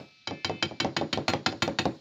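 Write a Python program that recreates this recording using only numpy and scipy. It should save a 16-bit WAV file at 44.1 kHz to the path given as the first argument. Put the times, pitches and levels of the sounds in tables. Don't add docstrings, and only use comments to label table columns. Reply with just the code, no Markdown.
import sys
import numpy as np
from scipy import signal
from scipy.fft import rfft, irfft
from scipy.io import wavfile

SR = 44100
rng = np.random.default_rng(int(sys.argv[2]) if len(sys.argv) > 2 else 0)


def wav_out(sig):
    wavfile.write(sys.argv[1], SR, np.round(np.clip(np.atleast_2d(sig).T, -1, 1) * 32767).astype(np.int16))


def to_linear_factor(level_db):
    exponent = np.asarray(level_db, float) / 20
    return 10 ** exponent


N = 88288
LEAD = SR // 2

# start in seconds, peak in dB, then crack, boom and steel ping in dB.
KNOCKS = [
    (0.2724, -21.5, 0, 0.5, 4.5),
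    (0.4454, -17, 0.5, -1, 6),
    (.625, -13.5, 1, -1.5, 3.5),
    (0.8005, -13.5, .4, -1.5, 2.8),
    (0.9652, -13.5, 1, -2.5, -4),
    (1.1278, -13.5, 1.5, -2.2, -1),
    (1.2801, -16.5, 7, 5.5, -7),
    (1.4613, -12, 3.5, -0.5, -12),
    (1.6213, -11.5, 0.5, -1.5, -6),
    (1.7866, -14, 3.5, 0.5, -6.5),
]
# start in seconds, peak in dB.
TOUCHES = [
    (1.293, -21),
    (1.2995, -21),
    (1.328, -29),
    (1.52, -36),
    (1.63, -21),
    (1.794, -23),
    (1.817, -38),
]
# frequency in Hz, level in dB, 60 dB decay in seconds.
SHELL_MODES = [(1088, -6.5, 0.037), (1377, -9, 0.098), (1676, -5, .04), (1819, -16.5, 0.15),
               (1973, -5.5, 0.029), (2580, -9.5, 0.054), (3840, -23.5, 0.07), (4097, -6.5, 0.025),
               (4230, 5, 0.016), (5080, -14.5, 0.013), (6900, -6, 0.076)]
# frequency in Hz, level in dB, 60 dB decay in seconds.
STEEL_MODES = [(2261, -9, 0.062), (3128, -4.5, 0.065), (3925, -2, 0.029), (4836, -3, 0.036),
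               (5615, -16, 0.08)]
# frequency in Hz, level in dB, 60 dB decay in seconds.
BOOM_MODES = [(99.3, -8, 0.26), (159, -5, 0.19), (223, -9, 0.27), (339.9, -1, 0.26), (508, -9, 0.13),
              (762.4, 1, 0.083), (899, -4, 0.12)]
# frequency in Hz, level in dB per Hz.
CRACK_SPECTRUM = [(300, -34.5), (600, 2), (2500, -4), (4000, -1.5), (6000, -10.5), (7000, -12.5),
                  (9000, -26)]
# start in seconds, peak in dB, tick in dB.
THUDS = [
    (0.3099, -24.5, -49.5),
    (0.4961, -18.5, -43.5),
    (0.7114, -29.5, -58.5),
    (0.8466, -15, -40),
    (1.0126, -17, -48),
    (1.1746, -17, -42.5),
    (1.3359, -15.5, -34),
    (1.526, -27.5, -50),
    (1.678, -16, -38.5),
    (1.8552, -13.5, -38.5),
]
# delay in seconds, level in dB.
ECHOES = [
    (.0048, -8),
    (.0075, -6),
    (.0098, -2.5),
]
# frequency in Hz, level in dB, 60 dB decay in seconds.
BOARD_MODES = [(148.5, -7, 0.4), (208, -11.5, 0.13), (284, -6.5, 0.26), (325.2, 0, 0.26),
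               (346.6, -7.5, 0.23), (425.7, -5.5, 0.23), (548.6, -3.5, 0.27), (620, -24, 0.048),
               (708, -2, .1), (914, 2, 0.082), (1120, -13.5, 0.16)]
# frequency in Hz, then level in dB in each of the four ringing spells.
BOWL_MODES = [(727, -89, -90, -90, -92), (1297, -81, -90, -90, -92), (1748, -95, -74, -84, -92),
              (2108, -86, -72, -71, -86), (2336, -73, -69, -73, -71), (2525, -80, -79, -77, -86),
              (2606, -73, -67, -63, -82), (3020, -92, -79, -70, -86), (3558, -84, -81, -72, -84),
              (4167, -84, -85, -83, -88)]
# start in seconds, stop in seconds.
RINGING_SPELLS = [
    (-.2, .275),
    (.3, 0.44),
    (.47, .627),
    (.65, 0.79),
]
# frequency in Hz, level in dB per Hz.
SHUDDER_SPECTRUM = [(35, -59), (60, -24), (125, -2), (329, -5.5), (740, -20), (1280, -25), (2500, -30.5),
                    (3250, -47), (5500, -120)]
# frequency in Hz, 60 dB decay in seconds (negative: the band grows instead).
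ROOM_T60 = [(100, 0.1), (400, 0.22), (1200, 0.31), (3000, 0.15), (6000, 0.32), (12000, -1.22)]
# frequency in Hz, level in dB.
ROOM_TONE = [(100, -8), (400, -10), (1200, -15.5), (3000, -4), (6000, -15.5), (12000, -23.5)]
# frequency in Hz, level in dB per Hz.
AIR_SPECTRUM = [(18, -37), (30, -11.5), (150, 3.5), (791, -20), (1290, -16), (1490, -11.5), (2320, -8),
                (4260, 2), (8000, -21), (10400, -57), (17600, -120)]
# frequency in Hz, level in dB per Hz.
FIZZ_SPECTRUM = [(4410, -19), (7500, 0.5), (8190, -13.5), (8830, -11.5), (13600, -20.5), (15000, -6.5),
                 (15900, -7.5)]
# time in seconds, level in dB added to the fizz.
GRIT = [(0, 15), (.3, -11), (.46, 0), (.63, -2.5), (.8, 1.5), (1.13, 3), (1.301, 8.5), (1.471, 1),
        (1.63, 8.5), (1.701, 12), (1.79, 0.5), (1.85, 11)]

CHATTER_S, SPREAD_DB = 0.00398, 1.5
CRACK_DB, CRACK_T60_S, TICK_T60_S = -9.5, 0.029, 0.018
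BOOM_RISE_S = 0.015
MODES_KEEP = 0.67
EARLIER_S, EARLIER_DB = -.065, -13.5
SLAP_HZ, SLAP_T60_S, SLAP_DB = 658, 0.0041, 11.5
BOWL_T60_S, BOWL_SWELL_S, STILL_S = 2.8, 0.005, 0.0033
SHUDDER_DB, SHUDDER_T60_S = -15.5, 0.26
ROOM_GAP_S = 0.0033
AIR_DB = -61.5
OVERLOAD = 0.5
MIC_LOW_HZ, MIC_HIGH_HZ = 70, 9400
FIZZ_DB, FIZZ_POWER, FIZZ_SIDE_DB, FIZZ_FLOOR_DB = -19, 1.136, -10.5, -92.5


def at_hz(points, hz):
    table = np.array(points)
    return np.interp(np.log(hz + 1), np.log(table[:, 0]), table[:, 1])


def coloured(x, spectrum):
    hz = np.arange(len(x) // 2 + 1) * SR / len(x)
    y = irfft(rfft(x) * to_linear_factor(at_hz(spectrum, hz)), len(x))
    return y / y.std()


def clicks(s, gain):
    out = np.full(N + LEAD, 1e-18)
    np.add.at(out, (np.asarray(s) * SR).astype(int) + LEAD, gain)
    return out


def dying(x, t60):
    return signal.lfilter([1], [1, -to_linear_factor(-60 / (t60 * SR))], x)


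def smooth(x, seconds):
    r = np.exp(-1 / (seconds * SR))
    return signal.lfilter([1 - r], [1, -r], x)


def ring(x, hz, t60):
    r, w = to_linear_factor(-60 / (t60 * SR)), 2 * np.pi * hz / SR
    return signal.lfilter([0, np.sin(w)], [1, -2 * r * np.cos(w), r * r], x)


def strike(modes, s, db, spread_db, keep=1):
    luck = spread_db * rng.standard_normal((len(s), len(modes))).clip(-1, 1) / 2
    total = 0
    for k, (hz, mode_db, t60) in enumerate(modes):
        blows = clicks(s, to_linear_factor(db + mode_db + luck[:, k]))
        total = total + (-1) ** k * ring(blows, hz, keep * t60)
    return total


def knocks():
    s, db, crack_db, boom_db, steel_db = np.transpose(KNOCKS)
    touch_s, touch_db = np.transpose(TOUCHES)
    contact_s = np.concatenate([s, s + 0.326 * CHATTER_S, s + CHATTER_S, touch_s])
    contact_db = np.concatenate([db - 4, db - 3.5, db - 7.5, touch_db])
    contact_crack_db = np.r_[np.tile(crack_db, 3), 0 * touch_s]

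    shell = strike(SHELL_MODES, contact_s, contact_db - 8, SPREAD_DB)
    steel = strike(STEEL_MODES, s + 0.2944 * CHATTER_S, db + steel_db - 9, 3.45)
    swell = (1 - dying(clicks(s, 1), 7 * BOOM_RISE_S)).clip(0, 1)
    boom = strike(BOOM_MODES, s, db + boom_db - 7, 4.4, MODES_KEEP) * swell
    crack = dying(clicks(contact_s, to_linear_factor(contact_db + CRACK_DB + contact_crack_db)), CRACK_T60_S)
    push = clicks(s, to_linear_factor(db + boom_db - 1.5))
    return shell + steel + boom, crack, push


def thuds():
    s, db, tick_db = np.transpose(np.vstack([THUDS, (EARLIER_S, EARLIER_DB, -30)]))
    jitter = 0.00074 * rng.standard_normal((len(s), len(ECHOES)))
    slaps = clicks(s, to_linear_factor(db))
    for k, (lag, loss_db) in enumerate(ECHOES):
        slaps = slaps + clicks(s + lag + jitter[:, k], to_linear_factor(db + loss_db))
    slap = ring(ring(slaps, SLAP_HZ, SLAP_T60_S), SLAP_HZ, SLAP_T60_S)
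    slap = -to_linear_factor(SLAP_DB) * slap * 4 * SLAP_HZ / SR
    board = strike(BOARD_MODES, s + 0.00209, db - 13.5, 5.0, MODES_KEEP)
    tick = dying(clicks(s - .0008, to_linear_factor(tick_db + 14)), TICK_T60_S)
    return slap + board, tick, clicks(s, to_linear_factor(db))


def bowl():
    t = (np.arange(N + LEAD) - LEAD) / SR
    out = 0
    for k, (start, stop) in enumerate(RINGING_SPELLS):
        free = smooth(1. * (t > start), BOWL_SWELL_S)
        free = smooth(free * (t < stop), STILL_S)
        modes = sum(ring(clicks([start], to_linear_factor(row[k + 1] + 17)), row[0], BOWL_T60_S) for row in BOWL_MODES)
        out = out + free * modes
    return out


def shudder(blows):
    envelope = smooth(dying(blows, SHUDDER_T60_S), 0.0049)
    return to_linear_factor(SHUDDER_DB) * envelope * coloured(rng.standard_normal(N + LEAD), SHUDDER_SPECTRUM)


def kitchen(x):
    t = np.arange(SR // 2) / SR
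    tail = 0
    for low in 60 * 2. ** np.arange(8):
        octave = signal.butter(2, [low, 2 * low], "band", fs=SR, output="sos")
        band = signal.sosfilt(octave, rng.standard_normal(len(t)))
        band = band * to_linear_factor(-60 * t / at_hz(ROOM_T60, 1.345 * low)) * (t > ROOM_GAP_S)
        level = to_linear_factor(at_hz(ROOM_TONE, 1.266 * low)) * np.sqrt(low / SR * 2 / np.sum(band ** 2))
        tail = tail + band * level
    return signal.fftconvolve(x, tail)[:len(x)]


def air():
    return to_linear_factor(AIR_DB) * coloured(rng.standard_normal(N), AIR_SPECTRUM)


def scene():
    rim, crack, push = knocks()
    board, tick, drop = thuds()
    contact_noise = coloured(rng.standard_normal(N + LEAD), CRACK_SPECTRUM) * (crack + tick)
    direct = rim + board + contact_noise
    mid = direct + shudder(push + drop) + kitchen(direct) + bowl()
    mid = mid[LEAD:] + air()
    return np.array([mid, mid])


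def fizz(heard):
    treble = signal.sosfilt(signal.butter(2, 4500, "high", fs=SR, output="sos"), heard)
    treble = np.sqrt(smooth(treble ** 2, 0.0025))
    grit_db = np.interp(np.arange(N) / SR, *np.transpose(GRIT))
    level = to_linear_factor(FIZZ_DB + grit_db) * treble ** FIZZ_POWER + to_linear_factor(FIZZ_FLOOR_DB)
    noises = [coloured(rng.standard_normal(N), FIZZ_SPECTRUM) * level for _ in range(2)]
    mid, side = signal.sosfilt(signal.cheby2(10, 50, 16400, fs=SR, output="sos"), noises)
    return mid + to_linear_factor(FIZZ_SIDE_DB) * side * [[1], [-1]]


def low_pass(x):
    return signal.sosfilt(signal.butter(12, 16940, fs=SR, output="sos"), x)


def record(dry):
    x = OVERLOAD * np.tanh(dry / OVERLOAD)
    x = signal.sosfilt(signal.butter(3, MIC_LOW_HZ, "high", fs=SR, output="sos"), x)
    x = signal.sosfilt(signal.cheby2(6, 50, MIC_HIGH_HZ, fs=SR, output="sos"), x)
    return low_pass(x + fizz(x[0]))


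dry = scene()
out = record(dry)
wav_out(out)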